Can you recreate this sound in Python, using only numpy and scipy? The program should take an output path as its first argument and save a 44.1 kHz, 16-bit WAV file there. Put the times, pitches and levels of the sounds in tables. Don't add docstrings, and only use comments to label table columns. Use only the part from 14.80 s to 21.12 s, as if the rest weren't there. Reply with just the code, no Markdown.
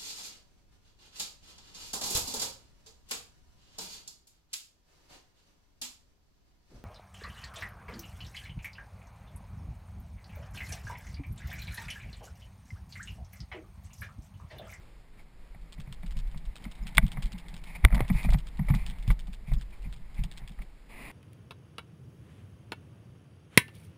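import sys
import numpy as np
from scipy import signal
from scipy.fft import rfft, irfft
from scipy.io import wavfile
from scipy.ndimage import uniform_filter1d

SR = 44100
rng = np.random.default_rng(int(sys.argv[2]) if len(sys.argv) > 2 else 0)


def dump_mix(stems):
    frames = np.atleast_2d(stems).T
    limited = np.clip(frames, -1, 1)
    pcm = np.round(limited * 32767).astype(np.int16)
    wavfile.write(sys.argv[1], SR, pcm)


N = 278504
TIME = np.arange(N) / SR

# frequency_hz, level_db
AIR_SPECTRUM = [(60, 13), (120, 17), (250, 14.5), (500, 9.5), (1100, 5), (1500, 2.5), (2200, 4.5),
                (3000, -1.5), (5500, -4)]
HISS_SPECTRUM = [(60, 9), (140, 1.5), (220, 11.5), (330, -0.5), (850, -1), (1150, -1), (1450, -12.5),
                 (2050, 5.5), (2500, 2.5), (3000, -10), (4000, -13.5), (5600, -16)]
DRAG_SPECTRUM = [(90, -8), (170, 20.5), (300, -3), (500, -10), (850, 3), (1400, -11.5), (2200, 3),
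                 (2500, -8), (2900, -13), (3700, -11.5), (5600, -24)]
SLIDE_SPECTRUM = [(300, -15.5), (850, 2.5), (1500, -10), (2100, 8), (2450, 9), (2750, -5.5), (3000, -8),
                  (5600, -10.5)]
CRACKLE_SPECTRUM = [(300, -19), (1000, -5.5), (2000, -3), (3400, 3.5), (4500, -4), (5800, -3)]
SCUFF_SPECTRUM = [(150, -6), (300, -8), (450, -19.5), (620, 0), (740, 1.5), (900, -3), (1300, -7),
                  (1800, -19.5), (3000, -26.5), (5500, -31.5)]
WALL_SPECTRUM = [(500, -24.5), (1300, -18.5), (2000, 8.5), (2350, 2), (2800, -24.5), (3700, -18),
                 (5500, -38)]
HOLLOW_SPECTRUM = [(400, -18), (640, -2), (760, -10.5), (895, 4), (1020, -13.5), (1150, -4), (1500, -22.5),
                   (3000, -39)]
ROCKING_SPECTRUM = [(10, -4), (24, -0.5), (42, 1.5), (60, -18), (85, -20), (170, -28), (300, -62),
                    (900, -96.5)]

# time_s, level_db
HISS_CURVE = [(6.08, -71.5), (6.1, -52), (6.2, -45.5), (6.32, -46)]
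# time_s, level_db
EFFORT_CURVE = [(0, -32.5), (.65, -28.5), (1.3, -13.5), (1.65, -14), (2.2, -2), (2.85, -9.5), (3.25, 0.5),
                (3.7, -13), (3.95, 0.5), (4.5, -18), (5.1, -18), (5.6, -9.5), (6.05, -29.5)]
# peak_s, level_db, half_length_s
STRAP_SLIDES = [(.398, -58.5, 0.018), (2.907, -50.5, .06), (2.96, -42, 0.011), (3.388, -40, .035),
                (3.453, -45, 0.024), (4.007, -49.5, 0.045), (4.686, -54.5, 0.024), (4.937, -55, .017),
                (5.052, -56, .018), (5.39, -53, .027), (5.822, -48.5, 0.0049)]
# start_s, level_db
HIGH_PINGS = [(2.024, -47), (2.035, -50), (4.783, -50), (5.159, -48)]
# start_s, level_db
CRACKLE_BURSTS = [(0.923, -44.5), (1, -44), (1.125, -41), (1.262, -46), (1.308, -46), (1.3677, -46.5),
                  (1.3884, -42.5), (1.575, -47.5), (1.7558, -40), (1.8405, -44), (1.9135, -46),
                  (2.0692, -36.5), (2.149, -39.5), (2.1714, -25.5), (2.265, -43), (2.3177, -38.5),
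                  (2.4233, -37.5), (2.4573, -43.5), (2.52, -40.5), (2.5806, -44.5), (2.6833, -45),
                  (2.7406, -44.5), (2.7646, -44.5), (2.8385, -44), (3.1454, -34), (3.28, -41.5),
                  (3.4303, -39), (3.5033, -38), (3.5327, -34.5), (3.5854, -43.5), (3.6706, -45.5),
                  (3.8894, -44.5), (3.9486, -36), (4.0634, -36.5), (4.099, -41.5), (4.2772, -40.5),
                  (4.308, -38.5), (4.3919, -43), (4.5313, -46), (4.7345, -42), (4.811, -42), (5.126, -44.5),
                  (5.437, -40), (5.5139, -43), (5.5733, -41.5), (5.6758, -42)]
# start_s, knock_db, pitch_hz, sway_db, scuff_db
CASE_BUMPS = [(.746, -43.5, 148, -50, -48.5), (.98, -33.5, 144, -53, -52.5), (1.074, -32.5, 134, -46, -53),
              (1.232, -31.5, 161, -42, -44), (1.363, -31.5, 128, -21.5, -57),
              (1.544, -34, 147.7, -47, -47.5), (1.672, -47, 150, -24.5, -61),
              (1.851, -32.5, 194.6, -31.5, -38.5), (2.012, -39, 157.5, -23.5, -52),
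              (2.174, -21.5, 150.6, -13.5, -41), (2.229, -19.5, 147, -12.5, -54),
              (2.371, -27, 147.3, -22, -34.5), (2.444, -34.5, 149, -18, -48), (2.535, -33, 159.4, -44, -54),
              (3.042, -14.5, 107, -3, -25.5), (3.124, -20.5, 170, -11, -31.5),
              (3.145, -25.5, 198, -17.5, -29.5), (3.164, -30, 170, -20, -36), (3.192, -38, 150, -22, -34.5),
              (3.206, -21, 112, -15, -30.5), (3.299, -15.5, 157, -18.5, -28.5),
              (3.347, -22.5, 119, -15, -41), (3.446, -20.5, 156, -19, -34), (3.488, -23.5, 140, -11, -34.5),
              (3.524, -30, 138, -11, -35), (3.543, -17, 133.2, -20, -33), (3.792, -19, 138, -31, -36.5),
              (3.884, -37, 176, -26, -31.5), (3.901, -12.5, 133, -29, -29.5), (3.939, -20, 144, -25, -32),
              (4.278, -16.5, 119.5, -20, -45), (4.302, -25.5, 167.6, -11.5, -27),
              (4.479, -36, 157.6, -44, -54), (4.68, -29, 129, -31, -53), (4.717, -24, 125.3, -14.5, -40.5),
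              (4.76, -35.5, 159, -17, -56), (5.056, -34, 137, -41, -60), (5.39, -24.5, 118, -18, -58),
              (5.438, -32, 152, -27, -44.5), (5.617, -37, 123.5, -30, -49.5),
              (5.789, -44, 165, -25.5, -46.5)]
# pitch_ratio, level_db
MOUNT_MODES = [(.63, -3), (.84, -3), (1.05, 2), (1.35, -5.5), (1.68, -19.5)]
# start_s, ring_db, t60_s, pop_db
PLASTIC_SNAPS = [(2.1803, -0.5, 0.016, -28), (2.1868, -27, 0.048, -46), (3.0488, -5, 0.012, -18),
                 (3.0498, -26, 0.0036, -11), (3.2056, -42, 0.0035, -14), (4.303, -25, 0.034, -32)]
# pitch_hz, level_db, t60_ratio
CASE_MODES = [(654, -26.5, 3.8), (870, -18.5, 1.8), (1150, -12.5, 1.2), (1482, -5.5, 0.79), (1624, -6, 0.7),
              (1983, -3.5, 0.95), (2252, -3.5, 1.1), (2800, -9.5, 0.38), (3490, -7, .6)]


def undb(db):
    return 10 ** (np.asarray(db) / 20)


def fade(t, t60_s):
    return np.exp(-np.log(1000) * t / max(t60_s, .002))


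def noise(spectrum):
    hz, db = np.transpose(spectrum)
    bins_hz = np.maximum(np.fft.rfftfreq(N, 1 / SR), 1)
    shape = undb(np.interp(np.log(bins_hz), np.log(hz), db))
    shaped = irfft(rfft(rng.standard_normal(N)) * shape, N)
    return shaped / shaped.std()


def wander(rate_hz):
    size = int(SR / rate_hz)
    steps = np.repeat(rng.standard_normal(N // size + 1), size)
    drift = uniform_filter1d(steps, size)[:N]
    return drift / drift.std()


def add(track, start_s, sound):
    start = max(int(start_s * SR), 0)
    track[start:start + len(sound)] += sound[:N - start]


def bursts(contacts, rise_s, t60_s):
    envelope, t = np.zeros(N), TIME[:SR // 4]
    for start_s, db in contacts:
        add(envelope, start_s, undb(db) * (1 - np.exp(-t / rise_s)) * fade(t, t60_s))
    return envelope


def effort_db(time_s, share):
    return share * np.interp(time_s, *np.transpose(EFFORT_CURVE))


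def scattered(from_s, to_s, gap_s, level_db, scatter_db, count=80):
    jitter, strength = rng.uniform(-1.1, 1, (count, 2)).T
    starts = from_s + gap_s * (np.arange(count) + (1 + jitter) / 2)
    return [(s, db) for s, db in zip(starts, level_db + scatter_db * strength) if s < to_s]


def stirrings(gap_s, level_db):
    events = scattered(from_s=.72, to_s=5.85, gap_s=gap_s, level_db=level_db, scatter_db=4.5)
    return [(s, db + effort_db(s, share=.41)) for s, db in events]


def outdoor_air(air_db=-60, waver_db=1):
    hiss_db = np.interp(TIME, *np.transpose(HISS_CURVE), left=-120, right=-120)
    air = undb(air_db) * noise(AIR_SPECTRUM) + undb(hiss_db) * noise(HISS_SPECTRUM)
    return air * undb(waver_db * wander(14))


def pings(pitch_hz=5100):
    envelope = bursts(HIGH_PINGS, rise_s=.001, t60_s=.03)
    return envelope * wander(300) * np.sin(2 * np.pi * pitch_hz * TIME)


def strap_rub(drag_db=-48, slide_db=-1, tug_db=-33, tug_half_s=.0098):
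    grip_db = 3 * np.tanh(wander(110))
    drag = undb(drag_db + grip_db + effort_db(TIME, share=.95)) * noise(DRAG_SPECTRUM)
    tugs = [(s, knock_db + tug_db, tug_half_s) for s, knock_db, *_ in CASE_BUMPS]
    slides = sum(undb(db) * np.exp(-((TIME - peak_s) / half_s) ** 2)
                 for peak_s, db, half_s in STRAP_SLIDES + tugs)
    return drag + undb(slide_db + grip_db / 2) * slides * noise(SLIDE_SPECTRUM)


def crackles(gain_db=9, tick_gap_s=.0055, drop_db=3.6, scatter_db=2):
    ticks = []
    for start_s, db in CRACKLE_BURSTS + stirrings(gap_s=.13, level_db=-48):
        lags_s = np.cumsum(tick_gap_s * rng.uniform(.5, 1.5, size=4))
        drops_db = drop_db * np.arange(4) + scatter_db * rng.standard_normal(4)
        run_db = min(db - 4.5, -37)
        ticks += [(start_s, db), *zip(start_s + lags_s, run_db - drops_db)]
    return undb(gain_db) * bursts(ticks, rise_s=.0005, t60_s=.013) * noise(CRACKLE_SPECTRUM)


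def scuffs(body_db=-1.5, wall_db=-3, hollow_db=-15, rise_s=.001):
    contacts = [(s, scuff_db) for s, *_, scuff_db in CASE_BUMPS]
    clatter = scattered(from_s=3.07, to_s=3.25, gap_s=.018, level_db=-34.5, scatter_db=5)
    slips = bursts(contacts, rise_s, t60_s=.036) + bursts(clatter, rise_s, t60_s=.02)
    hollow = undb(hollow_db) * bursts(contacts, rise_s, t60_s=.11) * noise(HOLLOW_SPECTRUM)
    grit = undb(body_db) * noise(SCUFF_SPECTRUM) + undb(wall_db) * noise(WALL_SPECTRUM)
    return slips * grit + hollow


def case_rocking(level_db=-32, swell_db=3.5):
    return undb(level_db + swell_db * wander(4.8) + effort_db(TIME, share=.57)) * noise(ROCKING_SPECTRUM)


def mount_knocks(gain_db=-.5, push_s=.0083, t60_s=.092, nudge_hz=150.3, detune=.056, scatter_db=2):
    track, t = np.zeros(N), TIME[:SR // 3]
    envelope = (1 - np.exp(-(t / push_s) ** 2)) * fade(t, t60_s)
    nudges = [(s, db, nudge_hz) for s, db in stirrings(gap_s=.22, level_db=-38)]
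    for start_s, db, pitch_hz in [bump[:3] for bump in CASE_BUMPS] + nudges:
        ring = np.zeros(len(t))
        for ratio, mode_db in MOUNT_MODES:
            mode_hz = pitch_hz * ratio * rng.normal(1, detune)
            ring += undb(rng.normal(mode_db, scatter_db)) * np.sin(2 * np.pi * mode_hz * t) * envelope
        add(track, start_s, undb(db) * ring / np.abs(ring).max())
    return undb(gain_db) * track


def sway_thumps(gain_db=-1, soft_hz=31.7, stiffen_hz=38, lag_s=.0088):
    track, t = np.zeros(N), TIME[:SR // 4]
    crest_s = t.mean()
    for start_s, _, _, sway_db, _ in CASE_BUMPS:
        pitch_hz = soft_hz + stiffen_hz * undb(sway_db) ** 2
        cycles = pitch_hz * (t - crest_s)
        width_cycles = np.where(cycles < 0, .41, .58)
        pulse = np.cos(2 * np.pi * cycles) * np.exp(-(cycles / width_cycles) ** 2)
        add(track, start_s + lag_s - crest_s, undb(sway_db) * pulse)
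    return undb(gain_db) * track


def plastic_cracks(gain_db=-11):
    contacts = [(s, pop_db) for s, _, _, pop_db in PLASTIC_SNAPS]
    return undb(gain_db) * bursts(contacts, rise_s=.0002, t60_s=.0077) * noise(CRACKLE_SPECTRUM)


def plastic_snaps(pop_hz=330, pop_t60_s=.0025, contact_hz=4800):
    track, t = np.zeros(N), TIME[:SR // 10]
    pop = np.sin(2 * np.pi * pop_hz * t) * fade(t, pop_t60_s)
    for start_s, ring_db, t60_s, pop_db in PLASTIC_SNAPS:
        ring = sum((-1) ** k * undb(mode_db) * np.sin(2 * np.pi * hz * t) * fade(t, t60_s * t60_ratio)
                   for k, (hz, mode_db, t60_ratio) in enumerate(CASE_MODES))
        add(track, start_s, undb(ring_db) * ring / np.abs(ring).max() + undb(pop_db) * pop / pop.max())
    return signal.sosfilt(signal.butter(2, contact_hz, fs=SR, output="sos"), track)


def scene():
    handling = case_rocking() + sway_thumps() + mount_knocks() + plastic_snaps() + plastic_cracks()
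    mono = handling + scuffs() + crackles() + pings() + strap_rub() + outdoor_air()
    return np.array([mono, mono])


def record(dry, band_hz=5400, camera_hz=12000, repeats=4, top_hz=15200):
    narrow = signal.sosfilt(signal.butter(10, band_hz, fs=SR, output="sos"), dry)
    coarse = signal.resample_poly(narrow, camera_hz, SR, axis=1)
    held = np.repeat(np.clip(coarse, -.95, .95), repeats, axis=1)
    mirrored = signal.resample_poly(held, SR, repeats * camera_hz, axis=1)[:, :N]
    softened = signal.sosfilt(signal.butter(1, 16000, fs=SR, output="sos"), mirrored)
    return signal.sosfilt(signal.ellip(8, .2, 70, top_hz, fs=SR, output="sos"), softened)


dry = scene()
out = record(dry)
dump_mix(out)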